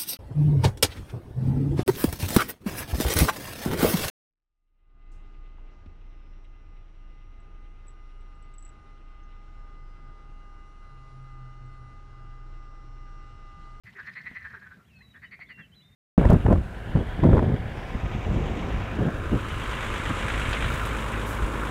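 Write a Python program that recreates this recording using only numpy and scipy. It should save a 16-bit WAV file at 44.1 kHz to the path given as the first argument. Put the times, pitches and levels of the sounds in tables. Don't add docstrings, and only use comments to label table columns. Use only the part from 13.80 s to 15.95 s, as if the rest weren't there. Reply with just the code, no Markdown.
import sys
import numpy as np
from scipy import signal
from scipy.fft import rfft, irfft, next_fast_len
from scipy.io import wavfile
from scipy.ndimage import uniform_filter1d, map_coordinates

SR = 44100
rng = np.random.default_rng(int(sys.argv[2]) if len(sys.argv) > 2 else 0)


def unload_wav(signal):
    wavfile.write(
        sys.argv[1],
        SR,
        np.round(np.clip(np.atleast_2d(signal).T, -1, 1) * 32767).astype(np.int16),
    )


N = 94815
TIME = np.arange(N) / SR


def amp(db):
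    return 10 ** (np.asarray(db) / 20)


def unit(x):
    return x / np.sqrt(np.mean(x ** 2) + 1e-20)


def along(points, hz):
    f, values = np.transpose(points)
    return np.interp(np.log(hz + 1), np.log(f + 1), values)


def envelope(points):
    return amp(np.interp(TIME, *np.transpose(points)))


def filtered(x, response):
    size = next_fast_len(len(x) + 8192)
    return irfft(rfft(x, size) * response(np.fft.rfftfreq(size, 1 / SR)), size)[:len(x)]


def noise(spectrum, samples=N):
    return unit(filtered(rng.standard_normal(samples), lambda hz: amp(along(spectrum, hz))))


def wobble(rate):
    return map_coordinates(rng.standard_normal(int(N * rate / SR) + 4), [TIME * rate])


def decay(t, t60):
    return np.exp(-np.log(1000) * t / t60)


def ring(t, hz, t60):
    return np.sin(2 * np.pi * hz * t) * decay(t, t60)


def add(track, start, sound):
    part = track[round(start * SR):][:len(sound)]
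    part += sound[:len(part)]


def rumble():
    # f/Hz, relative level/dB
    deep_spectrum = [(22, -44), (45, -10.5), (70, 0), (115, -1.5), (170, -21.5), (400, -51)]
    rumble_spectrum = [(76, -37), (130, -0.5), (200, -0.5), (323, -17), (382, -15), (475, -20),
                       (700, -21.5), (910, -41), (1540, -120)]
    # t/s, relative level/dB
    deep_levels = [(0.05, -54), (0.19, -68), (0.21, -58), (0.42, -67.5), (0.44, -56), (0.62, -60),
                   (0.65, -54), (0.98, -63.5), (1.29, -56.5), (1.34, -68), (1.38, -57.5), (1.7, -64.5),
                   (1.97, -59.5), (2.02, -78), (2.12, -56), (2.15, -68.5)]
    rumble_levels = [(0.05, -62), (0.37, -60), (0.53, -56), (0.58, -65), (0.75, -60), (0.91, -63),
                     (0.98, -54.5), (1.03, -63), (1.77, -59.5), (1.81, -50.5), (1.83, -60.5), (2.15, -63.5)]
    deep = amp(-1) * envelope(deep_levels) * noise(deep_spectrum)
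    return deep + envelope(rumble_levels) * noise(rumble_spectrum)


def still_air():
    # f/Hz, relative level/dB
    spectrum = [(410, -23), (700, 0.5), (1740, 3), (2000, 7), (2520, -4), (2980, -24), (3950, -0.5),
                (4380, -14.5), (6520, -9), (10500, -12), (15000, -11)]
    return amp(-72) * noise(spectrum)


def hiss(flutter_db=2, patch_db=3.5):
    # f/Hz, relative level/dB
    spectrum = [(300, -6.5), (900, 3), (2500, 8.5), (5500, -4), (8000, -15.5), (12000, -20.5)]
    # t/s, level/dB
    levels = [(0, -64.5), (.35, -65), (.7, -66.5), (1.0, -73), (2.15, -75.5)]
    flutter = amp(flutter_db * wobble(110))
    cells = signal.stft(noise(spectrum), nperseg=256)[2]
    patches = uniform_filter1d(rng.standard_normal(cells.shape), size=4, axis=0)
    patches = unit(uniform_filter1d(patches, size=4, axis=1))
    scratch = signal.istft(cells * amp(patch_db * patches), nperseg=256)[1][:N]
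    return envelope(levels) * flutter * unit(scratch)


def trees(x):
    # f/Hz, t60/s
    decay_times = [(300, 0.069), (2000, 0.22), (8000, 0.053)]
    hz, t, cells = signal.stft(rng.standard_normal(SR // 2), SR, nperseg=256)
    tail = signal.istft(cells * decay(t, along(decay_times, hz)[:, None]), SR, nperseg=256)[1]
    return signal.fftconvolve(x, tail / np.linalg.norm(tail))[:N]


def rustles():
    # f/Hz, relative level/dB
    spectrum = [(1500, -28), (3200, -8.5), (4200, 5), (5500, -5), (8000, -28), (14000, -27)]
    # centre t/s, duration/s, level/dB
    bursts = [(0.201, 0.015, -62.5), (0.271, .014, -59.5), (0.341, 0.0088, -61.5), (0.416, 0.01047, -64),
              (0.629, 0.00682, -66), (.706, 0.006347, -66.5)]
    puffs = sum(amp(db) * np.exp(-(2 * (TIME - centre) / length) ** 2) for centre, length, db in bursts)
    return puffs * noise(spectrum)


def bumps():
    # t/s, mode f/Hz, mode level/dB, mode t60/s, tick level/dB
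    events = [(0.5137, 194, -33.5, 0.015, -50), (.972, 172.4, -47.5, 0.085, -55.5),
              (1.592, 730, -51, 0.039, -47), (1.802, 198, -45, 0.043, -62)]
    # f/Hz, relative level/dB
    tick_spectrum = [(100, -7.5), (550, -13), (1400, -5), (2500, -18), (6000, -40), (12000, -55)]
    t, out = np.arange(SR // 10) / SR, np.zeros(N)
    for start, hz, db, t60, tick_db in events:
        tick = noise(tick_spectrum, len(t)) * decay(t, t60=0.025)
        add(out, start, amp(db) * ring(t, hz, t60) + amp(tick_db) * tick)
    return out


def glides(notes, flutter_db, waver, edge_s):
    out = np.zeros(N)
    for note in notes:
        times, hz, db = np.transpose(note)
        pitch = np.interp(TIME, times, hz) * (1 + waver * wobble(120))
        gate = np.clip(np.minimum(TIME - times[0], times[-1] - TIME) / edge_s, 0, 1)
        rms = amp(np.interp(TIME, times, db) + flutter_db * wobble(70))
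        out += gate * rms * np.sqrt(2) * np.sin(2 * np.pi * np.cumsum(pitch) / SR)
    return out


def faint_tones():
    # t/s, f/Hz, level/dB
    contours = [
        [(.14, 420, -66), (.17, 384.5, -64), (.205, 349, -62.5)],
        [(.735, 470.3, -62), (.77, 409.5, -61.5), (.8, 358.4, -72)],
        [(1.135, 1600, -77), (1.16, 1550, -70), (1.195, 1470, -81)],
        [(1.19, 680, -69.5), (1.232, 1150, -75), (1.26, 1080, -79)],
        [(2.01, 2100, -76), (2.1, 2120, -79.5), (2.15, 2052, -78.5)],
        [(1.205, 1666, -58), (1.213, 1860, -50.5), (1.222, 2060, -54), (1.231, 2130, -76.5)],
    ]
    return glides(contours, flutter_db=5.0, waver=0.02573, edge_s=0.003)


def songbird():
    # t/s, f/Hz, level/dB
    whistles = [
        [(1.045, 2610, -68), (1.064, 3350, -75), (1.082, 3370, -72.5), (1.108, 2780, -65.5), (1.132, 2625, -64),
         (1.182, 2575, -62.5), (1.206, 2490, -68), (1.238, 2740, -68)],
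        [(1.158, 4249, -56.5), (1.166, 4330, -70), (1.22, 4080, -69), (1.242, 3928, -62), (1.314, 3888, -62.5),
         (1.322, 3780, -63.5), (1.332, 3958, -83)],
        [(1.325, 2950, -71), (1.338, 3050, -71), (1.352, 2853, -62)],
        [(1.355, 3450, -58), (1.376, 3470, -80)],
        [(1.36, 3790, -80), (1.45, 3730, -83), (1.495, 3880, -70)],
        [(1.442, 2920, -58.5), (1.464, 3015, -60), (1.49, 2483, -81.5)],
        [(1.552, 2348, -59), (1.602, 2450, -65)],
        [(1.648, 3080, -82), (1.68, 3680, -67.5), (1.702, 3010, -64), (1.734, 2760, -57), (1.815, 2739, -56.5),
         (1.845, 2680, -54), (1.868, 2944, -79)],
        [(1.803, 3470, -67), (1.83, 3185, -59), (1.85, 2970, -61), (1.868, 3019, -71.5)],
        [(1.914, 3085, -64), (1.936, 3050, -59.5), (1.948, 3420, -70), (1.957, 4080, -67), (1.976, 3953, -58.5),
         (2.02, 3930, -61), (2.035, 3935, -76.5), (2.09, 3960, -77)],
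        [(2.002, 2890, -60), (2.016, 2920, -70), (2.025, 3690, -63), (2.033, 3412, -67), (2.043, 3620, -63.5),
         (2.09, 3635, -64.5), (2.15, 3656, -67)],
    ]
    return glides(whistles, flutter_db=1.64, waver=0.0025, edge_s=0.0075)


def croak(length, rate_hz, sac_hz, overtone_hz, overtone_db):
    # frequency ratio, relative level/dB, t60/s
    modes = [(1, 3, 0.016), (1.17, -15.5, .01), (.74, -23.5, 0.0078), (.36, -33.5, .008)]
    rate_fall, jitter = 0.6, 0.068
    crest, rise_db, fade_db, scatter_db = 0.53, 13.5, 10, 1.1
    glide, pitch_scatter = 0.023, 0.023
    attack_s, damping_s = 0.0004, 0.0012
    overtone_follow = 0.35
    t = np.arange(int(length * SR) + SR // 50) / SR
    progress = t[t < length] / length
    cycles = np.cumsum(rate_hz * (1 - rate_fall) ** progress) / SR
    count = int(cycles[-1]) + 1
    position = np.interp(np.arange(count), cycles, progress)
    time_draw, level_draw, pitch_draw = rng.standard_normal((3, 64))[:, :count]
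    before_crest = np.maximum(1 - position / crest, 0)
    after_crest = np.maximum((position - crest) / (1 - crest), 0)
    swell_db = -rise_db * before_crest ** 2 - fade_db * after_crest ** 2
    starts = position * length + position ** 2 * jitter * time_draw / rate_hz
    bend = (1 + glide * (position - crest) + pitch_scatter * position * pitch_draw)[:, None]
    age = np.maximum(t - starts[:, None], 0)
    until_next = np.append(starts[1:], t[-1])[:, None] - t
    attack = 1 - np.exp(-age / attack_s)
    damping = (1 + np.tanh(2 * until_next / damping_s)) / 2
    sac = sum(amp(db) * ring(age, ratio * sac_hz * bend, t60) for ratio, db, t60 in modes)
    overtone_gain = amp(overtone_db + (overtone_follow - 1) * swell_db)[:, None]
    overtone = overtone_gain * ring(age, overtone_hz * bend, t60=0.013)
    return amp(swell_db + scatter_db * level_draw) @ ((sac + overtone) * attack * damping)


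def frogs():
    # t/s, duration/s, initial pulse rate/Hz, sac f/Hz, level/dB,
    # overtone f/Hz, overtone relative level/dB
    croaks = [ (0.054, 0.048, 536, 1975, -44, 4380, -18), (0.148, 0.047, 537, 1920, -43.5, 4200, -30),
              (0.178, 0.039, 435.2, 1690, -35.5, 3630, -25), (0.228, 0.05141, 401, 1795, -45, 4081, -21.5),
              (0.264, .038, 411.8, 1877, -33.5, 4225, -21.5), (0.309, 0.035, 394.6, 1870, -56, 4200, -25),
              (0.353, 0.041, 411, 1986, -33.5, 4145, -16.5), (0.387, 0.035, 395.3, 1820, -43.5, 4150, -17),
              (0.436, 0.019, 378, 1956, -43.5, 4150, -35), (0.454, 0.032305, 371.2, 2000, -32, 4055, -21),
              (0.49, 0.073, 422.1, 1870, -49, 4220, -19), (0.55, 0.033, 377.8, 1977, -32, 4125, -22),
              (0.601, 0.044, 380, 1889, -43, 4100, -23), (0.642, 0.036, 377.9, 1759, -34, 4080, -27),
              (.695, 0.045, 402.7, 1770, -43, 4100, -24.5), (0.731, 0.030308, 377.3, 1550, -37, 3970, -25),
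              (0.757, 0.025356, 402.6, 1693, -43, 4003, -28), (0.812, 0.025636, 400, 1673, -44, 4123, -23),
              (0.833, 0.03, 377.4, 1761, -49, 4200, -33), (0.856, 0.025, 382.3, 1607, -43.5, 4100, -36.5),
              (.903, .032, 387.9, 1590, -44.5, 3950, -23), (0.926, 0.02145, 357, 1680, -57, 3933, -12.5),
              (0.978, 0.059, 401, 1400, -58.5, 3000, -34.5), (1.340, .046, 481.8, 1777, -46, 3750, -24),
              (1.419, 0.045, 559, 1934, -41, 4532, -19), (1.511, 0.045, 549.4, 2092, -39.5, 4454, -14),
              (1.599, .039, 549, 2094, -39, 4393, -14), (1.688, 0.042, 567.4, 1992, -40.5, 4440, -14.5),
              (1.775, 0.05, 559.7, 1803, -44, 4519, -30)]
    # f/Hz, gain/dB
    throat = [(300, 4), (1200, 6.5), (2550, 2.5), (2950, -3.5), (3600, 1.5), (4700, -0.5), (5100, -43),
              (9000, -9.5)]
    out = np.zeros(N)
    for start, length, rate_hz, sac_hz, db, overtone_hz, overtone_db in croaks:
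        add(out, start, amp(db) * croak(length, rate_hz, sac_hz, overtone_hz, overtone_db))
    return filtered(out, lambda hz: amp(along(throat, hz)))


def scene():
    # t/s, level/dB relative to the direct sound
    echo_levels = [(.05, -12), (.95, -9), (1.3, -12), (1.85, -14.5)]
    croaks, tones = frogs(), songbird() + faint_tones()
    echoes = trees(envelope(echo_levels) * croaks) + amp(-11) * trees(tones)
    return (croaks + tones + echoes + bumps() + rustles() + hiss() + rumble() + still_air())[None]


def record(dry):
    start_s, cutoff_hz = 0.036, 15300
    return filtered(dry[0] * (TIME > start_s), lambda hz: hz < cutoff_hz)[None]


dry = scene()
out = record(dry)
unload_wav(out)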